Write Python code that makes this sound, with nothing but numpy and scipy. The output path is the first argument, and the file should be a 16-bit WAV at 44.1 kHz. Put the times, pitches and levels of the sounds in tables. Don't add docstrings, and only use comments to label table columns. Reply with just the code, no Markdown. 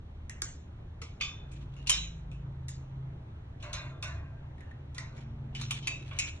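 import sys
import numpy as np
from scipy import signal
from scipy.fft import rfft, irfft, next_fast_len
from scipy.io import wavfile
from scipy.ndimage import uniform_filter1d, map_coordinates

SR = 44100
rng = np.random.default_rng(int(sys.argv[2]) if len(sys.argv) > 2 else 0)


def to_wav(sig):
    pcm = np.clip(np.atleast_2d(sig), -1, 1) * 32767
    pcm = np.round(pcm).astype(np.int16)
    wavfile.write(sys.argv[1], SR, pcm.T)


N = 282240
EVENT_N = SR // 2


def cage():
    metal = rattles() + panel_shakes() + singing_wires()
    return ports(metal[:, :N], lag_share=0.65)


# start in seconds, level in dB,
# knock pitch in Hz, knock sharpness as Q, frame, wire and treble levels in dB, rattle t60 in seconds,
# room level in dB, lift of the thin wires in dB.
RATTLES = [(0.296, -22, 1860, 6.4, -35.5, -38, -10.5, 0.011, -2.5, -10.5),
           (0.4193, -9.5, 1660, 2.8, -18, -32, 3, 0.013, -3.5, -7),
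           (1.0174, -38, 2530, 1.8, -5.5, -4.5, -10, 0.075, 1.5, -4),
           (1.203, -42.5, 2570, 1.8, -10, -16, -18, 0.042, -6, 2),
           (1.2112, -25.5, 2520, 1.5, -20, -7, -23.5, 0.063, -1.5, 2),
           (1.236, -35, 3000, 1.6, -11, -9, -29, 0.015, -10, 9.5),
           (1.517, -48.5, 2560, 14, -24, -17, -8.5, 0.072, 2, -2),
           (1.7658, -52, 2760, 9.7, -6, -15, -15, 0.16, -11, 5),
           (1.864, -45.5, 2921, 3.3, -31.5, -17, -23, 0.04, -7, -3.5),
           (1.8718, -21.5, 2940, 4, -33, -2, -6.5, 0.05, -6, -3.5),
           (1.89, -29.5, 2923, 2.5, -28.5, -21, -15.5, 0.049, -11.5, 6.5),
           (1.8958, -4, 2840, 3.7, -19.5, -11.5, -2, 0.045, -5, -7.5),
           (1.925, -27.5, 3916, 2.3, -29, 2.5, -12, 0.055, 3, 7.5),
           (2.315, -44, 2760, 4.7, -15, -14.5, -11, 0.012, 5, -3.5),
           (2.6835, -31, 1830, 6.8, -18, -25, -1, 0.053, 0.5, -9),
           (3.602, -59, 3220, 2, -21, -8, -12, 0.15, -4.5, 15),
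           (3.626, -35.5, 2870, 1.3, -16.5, -13.5, -6, 0.019, 2.5, 8.5),
           (3.7308, -27, 4195, 12, -2, 7.5, 3, 0.034, 2.5, -6.5),
           (4.026, -32.5, 2650, 16.5, -9.5, -4, -6.5, 0.089, 3.5, -11),
           (4.5813, -49.5, 1900, 8.3, -32, -32, -29, 0.02, -9.5, -7),
           (4.6066, -44, 1890, 6.3, -32, -26, -22, 0.02, 0.5, -7.5),
           (4.7119, -45, 1810, 10, -28, -41, -34.5, 0.032, -10, -11),
           (4.947, -40, 1650, 4.2, -6, 0, 6.5, 0.037, 4, -5.5),
           (4.9813, -24.5, 1900, 12.6, -17, -13, -20, 0.02, 0, -9),
           (5.168, -51, 1544, 7.8, -19, -30, -23, 0.062, -4, 7),
           (5.178, -49, 1610, 4.1, 0.5, -10.5, -32, 0.027, 6, 8.5),
           (5.531, -60.5, 2900, 3.8, -17, -19, -32, 0.026, 0, 10),
           (5.5503, -39.5, 2740, 1.5, -35, -4, -18, 0.12, -1, -7),
           (5.568, -40.5, 2900, 8.3, -8, -2, -11, 0.027, -1, 10),
           (5.613, -30, 2600, 8, 0.5, -0.5, -2.5, 0.072, -7, 3),
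           (5.7089, -22.5, 3070, 1.8, -10.5, -4.5, -6, 0.093, -5.5, -11),
           (5.826, -49, 3040, 1.8, -11, -8, -16.5, 0.057, 10, 18),
           (5.8724, -19, 2500, 2.3, -17, -9.5, -6, 0.056, -6, -6),
           (5.946, -55, 2500, 2.4, -18, 3, -20, 0.04, 7, 12),
           (6.111, -48, 2310, 4.6, -3.5, -30, -26, 0.048, 9, 0.5),
           (6.188, -18.5, 2550, 4.3, -29, -46, -4.5, 0.083, -3.5, 2)]
# centre in Hz, width in Hz, level in dB.
CAGE_BODY = [(1176, 650, 6.5), (5360, 5100, 0.5), (8210, 5640, 8)]
# pitch in Hz, relative level in dB.
DOOR_WIRES = [(2195, -4), (2466, -9.5), (2549, 1), (2610, 0.5), (2688, 0.5), (2814, -7.5), (2909, -3.5),
              (3025, -0.5), (3137, -4.5), (3356, -1.5), (3500, -1.5), (3632, 1), (3838, -3.5), (3941, -0.5),
              (4075, -4), (4200, -4.5), (4418, -2), (4600, -3.5), (4720, -7.5)]
WIRE_WIDTH_HZ, WIRE_LIFT_DB = 13, 8
WIRE_SCATTER_DB = 2.5
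MESH_COUNT, MESH_LOW_HZ, MESH_HIGH_HZ, MESH_DB = 48, 2200, 7200, -1
SETTLE_S = 0.004
CRACK_DB = -6


def rattles():
    out, t = np.zeros((2, N + EVENT_N)), np.arange(EVENT_N) / SR
    mesh = [(hz, MESH_DB) for hz in rng.uniform(MESH_LOW_HZ, MESH_HIGH_HZ, MESH_COUNT)]
    wires = DOOR_WIRES + mesh
    for start, db, knock_hz, sharpness, *parts_db, t60, room_db, ring_db in RATTLES:
        unevenness = 3 * wobble(400, EVENT_N) + 3 * wobble(130, EVENT_N)
        bounces = amp(unevenness * np.clip(t / SETTLE_S, 0, 1))
        shape = amp(-60 * t / max(t60, .002)) * (1 - np.exp(-t / 0.0006))
        lifts_db = WIRE_LIFT_DB + ring_db + WIRE_SCATTER_DB * rng.standard_normal(len(wires))

        def colour(f, order=2):
            thin = 1 + sum(amp(level + lift) * peak(f, hz, WIRE_WIDTH_HZ)
                           for (hz, level), lift in zip(wires, lifts_db))
            body = sum(amp(part + level) * peak(f, hz, width) ** 2
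                       for part, (hz, width, level) in zip(parts_db, CAGE_BODY))
            knock = peak(f, knock_hz, knock_hz / max(sharpness, .5)) ** order
            return thin * (knock + body)

        def sized(x):
            return 0.52 * x / np.linalg.norm(x, axis=-1, keepdims=True) * np.linalg.norm(shape)

        noise = rng.standard_normal((2, EVENT_N))
        rattle = sized(filtered(noise * bounces * shape, colour))
        impulse = 1. * (t == 0)
        crack = sized(filtered(impulse, lambda f: colour(f, order=1)))
        burst = rattle + amp(CRACK_DB) * crack + amp(room_db) * room(crack[None])
        add_at(out, start, amp(db) * burst)
    return out


# start in seconds, level in dB, tilt in dB per octave about 1 kHz,
# ring time as a share of the usual.
SHAKES = [(1.211, -65, 6, 2.1), (1.896, -53.5, 10, 0.8), (3.6266, -52.5, 0.5, 1.6), (3.7332, -51, 6, 1.25),
          (4.0271, -53, 5.5, 1.6), (4.9473, -64, 3.5, 2.3), (5.8732, -66, -12.5, 0.8),
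          (6.113, -60, 0.5, 1.5), (6.187, -63, 15, 0.6)]
# pitch in Hz, level in dB, t60 in seconds.
PANEL_MODES = [(598.4, -7, 0.83), (650, -7, 1), (758, -19, 0.5), (929, -12.5, 0.6), (1038, -10, 0.67),
               (1162, -16, 0.52), (1188, -10.5, 0.62), (1308, -14.5, 0.5), (1384, -13.5, 0.6),
               (1489, -6, .35), (1583, -14.5, 1.1), (1750, -16.5, 0.5), (1900, -16, 0.56),
               (2050, -15.5, 0.4), (2170, -14.5, 0.44), (2220, -16.5, 0.23), (2456, -12.5, 0.36),
               (2740, -13.5, 0.3)]
TWIN_SPREAD, TWIN_DB = .04, -1.5
SHAKE_ROOM_DB = -6.5


def panel_shakes():
    out, t = np.zeros((2, N + EVENT_N)), np.arange(EVENT_N) / SR
    onset = 1 - np.exp(-t / 0.0089)
    fade_out = np.clip((EVENT_N / SR - t) / .1, 0, 1)
    for start, db, tilt_db, ring_share in SHAKES:
        twins = [(hz * (1 + TWIN_SPREAD * rng.standard_normal()), level + TWIN_DB, t60 / 2)
                 for hz, level, t60 in PANEL_MODES * 3]
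        buzz = np.zeros((2, EVENT_N))
        for hz, level, t60 in PANEL_MODES + twins:
            mode_db = level + tilt_db * np.log2(hz / 1000) - 60 * t / (t60 * ring_share)
            flutter_db = 5 * wobble(43, EVENT_N)
            cycles = hz * t + (0.3 * wobble(55, EVENT_N) + rng.random((2, 1))) / 1
            buzz += amp(mode_db + flutter_db) * np.sin(2 * np.pi * cycles)
        buzz *= onset * fade_out
        add_at(out, start, amp(db) * (buzz + amp(SHAKE_ROOM_DB) * room(buzz)))
    return out


# start in seconds, pitch in Hz, level in dB,
# t60 in seconds.
SINGING_WIRES = [(1.214, 3530, -49, 0.42), (1.21, 1181, -52.5, 0.3), (1.212, 4650, -44.5, 0.16),
                 (1.21, 2540, -39.5, 0.068), (1.896, 3067, -33, 0.14), (1.896, 7120, -21, .06),
                 (1.897, 5550, -40.5, 0.25), (1.926, 3923, -45, 0.33), (1.926, 3630, -47.5, 0.13),
                 (3.732, 4110, -56.5, 0.32), (3.732, 3567, -69.5, 1), (4.028, 2570, -54.5, 0.17),
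                 (5.552, 2900, -47.5, 0.12), (5.709, 3330, -53, 0.11), (5.873, 2593, -49, 0.37),
                 (5.872, 3790, -56.5, 0.38), (5.873, 6000, -58, 0.17), (5.871, 4660, -47, 0.17),
                 (6.187, 2560, -45.5, 0.19), (6.19, 7381, -28.5, 0.018), (6.191, 3080, -66, 0.22)]
RING_ROOM_DB = -9


def singing_wires():
    out, t = np.zeros((2, N + EVENT_N)), np.arange(EVENT_N) / SR
    for start, hz, db, t60 in SINGING_WIRES:
        detune = .022 * rng.standard_normal((4, 1)) * [[0], [.5], [1], [1]]
        group_hz = hz * (1 + detune)
        flutter = np.array([wobble(55, EVENT_N) for wire in group_hz])
        cycles = group_hz * t + .2 * flutter[::-1] + rng.random((4, 1))
        level = amp(db + 4 * flutter - 60 * t / t60)
        sing = np.sum(level * np.sin(2 * np.pi * cycles), axis=0)
        direct = sing * [[1], [0]]
        add_at(out, start, direct + amp(RING_ROOM_DB) * room(sing[None]))
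    return out


# start in seconds, level in dB, pitch in Hz, t60 in seconds.
THUMPS = [(0.422, -38.5, 358, 0.041), (1.02, -43.5, 456, 0.086)]


def tray():
    out, t = np.zeros(N), np.arange(SR // 5) / SR
    for start, db, hz, t60 in THUMPS:
        onset = 1 - np.exp(-t / 0.0012)
        thump = amp(db - 60 * t / t60) * np.sin(2 * np.pi * hz * t) * onset
        out[round(start * SR):][:len(t)] += thump
    return out


# start in seconds, length in seconds, level in dB.
DRAGS = [(1.484, 0.37, -70), (2.99, 0.91, -94.5), (3.61, 0.31, -64.5), (4.585, 0.12, -70),
         (5.145, 0.07, -66), (5.553, 0.26, -55.5), (5.87, 0.51, -60.5)]
# frequency in Hz, relative level in dB.
CLOTH_COLOUR = [(400, -30), (900, -10), (2500, 0), (5000, -5), (9000, -3), (10300, -10), (11200, -40)]
DRAG_RISE_S, DRAG_FALL_S = .03, .05


def scrape():
    t = np.arange(N) / SR
    level = np.zeros(N)
    for start, length, db in DRAGS:
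        rise = np.exp(np.minimum(4 * (start - t) / DRAG_RISE_S, 50))
        fall = np.exp(np.minimum(4 * (t - start - length) / DRAG_FALL_S, 50))
        level += amp(db) / (1 + rise + fall)
    lumps = amp(5 * wobble(35) + 4 * wobble(250))
    grains = unit(lumps * rng.standard_normal((2, N)))
    friction = unit(filtered(grains, lambda f: amp(along(CLOTH_COLOUR, f))))
    return ports(level * friction, lag_share=0)


# frequency in Hz, relative level in dB.
RUMBLE_COLOUR = [(12, -12), (24, -4), (32, -1), (42, -1), (60, -3), (90, -1), (150, -8), (200, -18),
                 (300, -50)]
# time in seconds, pitch in Hz, level in dB.
DRIFTING_NOTE = [(0, 135, -69), (.9, 135, -64), (1.55, 136, -48), (1.85, 135.1, -47.5), (2.07, 133.5, -71),
                 (2.2, 134.3, -49), (2.62, 131.6, -42), (2.78, 132, -44.5), (3.0, 132, -41.5),
                 (3.45, 130, -59), (3.9, 134, -47.5), (4.3, 135.9, -50.5), (4.6, 134, -53),
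                 (5.15, 134, -49), (5.5, 135, -43.5), (6.2, 133.7, -49.5), (6.4, 129.8, -61)]
# pitch in Hz, level in dB.
STEADY_NOTES = [(53, -61.5), (76.4, -53), (109, -57), (161.7, -67), (224, -71)]
# middle in seconds, length in seconds, pitch in Hz, top level in dB.
SWELLS = [(1, 0.35, 76, -46), (1.95, 1.9, 54, -46), (2.3, 1.5, 161, -53), (3.12, 0.3, 160, -52),
          (4.17, 0.32, 76, -43), (4.06, 1.3, 102, -51.5), (5.55, 2.2, 112, -48.5), (5.52, 1.22, 225, -58),
          (5.4, 1.2, 52, -55), (6.2, 1.2, 88, -49)]
RUMBLE_DB = -49.5
WANDER_DB = 2.5


def hum():
    t = np.arange(N) / SR
    rumble = filtered(rng.standard_normal((2, N)), lambda f: amp(along(RUMBLE_COLOUR, f)))
    low = amp(RUMBLE_DB) * unit(rumble)
    low[0] += note(*curves(DRIFTING_NOTE))
    for hz, db in STEADY_NOTES:
        low[0] += note(hz, db + WANDER_DB * wobble(3.6))
    for middle, length, hz, db in SWELLS:
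        swell = np.cos(np.pi * np.clip((t - middle) / length, -.5, .5)) ** 2
        low[0] += swell * note(hz, db)
    return ports(low, lag_share=0.41)


def note(hz, db):
    phase = 2 * np.pi * np.cumsum(hz + 0.9 * wobble(9)) / SR
    return np.sqrt(2) * amp(db + 2.2 * wobble(15)) * np.sin(phase)


# frequency in Hz, relative level in dB.
AIR_SUM = [(88, -44.5), (150, -11), (208, -21), (283, -16), (422, -23), (454, -25.5), (922, -29),
           (1070, -31), (1480, -34.5), (1680, -37), (1800, -37.5), (4160, -56.5), (4990, -74.5),
           (6790, -71), (11500, -91.5), (15000, -116), (22000, -120)]
# frequency in Hz, relative level in dB.
AIR_DIFFERENCE = [(88, -35), (150, -5.5), (269, -5), (417, -4), (510, -11.5), (559, 2), (708, -8),
                  (776, -1), (1340, -10), (3670, -18), (5480, -47.5), (8490, -40.5), (11800, -56),
                  (15300, -75), (22000, -120)]
AIR_DB, AIR_RISE_DB_PER_S = -60.5, 0.38


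def air():
    z = signal.stft(rng.standard_normal((2, N)), nperseg=512)[2]
    field = uniform_filter1d(rng.standard_normal(z.shape[1:]), size=6, axis=0)
    field = uniform_filter1d(field, size=10, axis=1)
    pair = signal.istft(z * amp(1.5 * unit(field)), nperseg=512)[1][:, :N]
    mid = amp(4.5) * unit(filtered(pair[0], lambda f: amp(along(AIR_SUM, f)) * (f > 120)))
    side = amp(-1.0) * unit(filtered(pair[1], lambda f: amp(along(AIR_DIFFERENCE, f))))
    level = amp(AIR_DB + AIR_RISE_DB_PER_S * np.arange(N) / SR)
    return level * np.array([mid + side, mid - side])


def room(sound):
    n = sound.shape[1]
    return signal.fftconvolve(sound, echo(n), axes=1)[:, :n]


# frequency in Hz, t60 in seconds.
TAIL_DECAY = [(500, .35), (1300, .4), (4000, .4), (4900, .28), (5600, .38), (7300, .38), (8400, .16),
              (10800, .06)]
UNEVEN_DB = 5


def echo(n):
    hz, t, z = signal.stft(rng.standard_normal((2, n + 256)), SR, nperseg=256)
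    field = uniform_filter1d(rng.standard_normal(z.shape[1:]), size=24, axis=1)
    decay_db = 60 * t / along(TAIL_DECAY, hz)[:, None]
    tail = signal.istft(z * amp(UNEVEN_DB * unit(field) - decay_db), SR, nperseg=256)[1][:, :n]
    tail = tail * np.clip(np.arange(n) / SR / 0.0013, 0, 1)
    return tail / np.linalg.norm(tail[0])


# frequency in Hz, gain in dB.
PORT_SUM = [(300, 3.5), (4000, 4.5), (5000, -5), (6200, -1.5), (7500, -12), (8500, -21), (10000, -51),
            (12000, -38.5)]
# frequency in Hz, gain in dB.
PORT_DIFFERENCE = [(30, -36), (70, -32.5), (130, -39.5), (350, -2), (620, -8), (1200, -1.5), (2000, 5),
                   (3500, 9), (5500, -0.5), (7500, -1), (9900, -4.5), (10800, -12), (12000, -1.5)]


def ports(pair, lag_share):
    share = np.clip(lag_share, -1, 1)
    mid = filtered(pair[0], lambda f: amp(along(PORT_SUM, f)))
    lag = filtered(pair[0], lambda f: 1j * share * amp(along(PORT_DIFFERENCE, f)))
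    spread = filtered(pair[1], lambda f: np.sqrt(1 - share ** 2) * amp(along(PORT_DIFFERENCE, f)))
    return np.array([mid + lag + spread, mid - lag - spread])


def amp(db):
    return 10 ** (np.asarray(db) / 20)


def unit(x):
    return x / np.sqrt(np.mean(x ** 2) + 1e-20)


def along(points, hz):
    f, v = np.transpose(points)
    return np.interp(np.log(hz + 1), np.log(f + 1), v)


def curves(rows):
    s, *cols = np.transpose(rows)
    return [np.interp(np.arange(N) / SR, s, c) for c in cols]


def wobble(rate, n=N):
    knots = rng.standard_normal(int(n * rate / SR) + 4)
    return map_coordinates(knots, [np.arange(n) * rate / SR])


def filtered(x, response):
    n = x.shape[-1]
    m = next_fast_len(n + 8192)
    return irfft(rfft(x, m) * response(np.fft.rfftfreq(m, 1 / SR)), m)[..., :n]


def peak(f, hz, width_hz):
    return 1j * f * width_hz / (hz * hz - f * f + 1j * f * width_hz)


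def add_at(out, start, event):
    out[:, round(start * SR):][:, :EVENT_N] += event


def scene():
    near = cage() + tray() + scrape() + air()
    return near * amp([[-.4], [.4]]) + hum()


TOP_HZ = 12170


def record(dry):
    soft = dry / (1 + np.abs(dry / .45) ** 3) ** (1 / 3)
    edge = [(11200, -2.5), (12100, -24.0)]  # Hz, dB
    return filtered(soft, lambda hz: amp(along(edge, hz)) * (hz < TOP_HZ))


dry = scene()
out = record(dry)
to_wav(out)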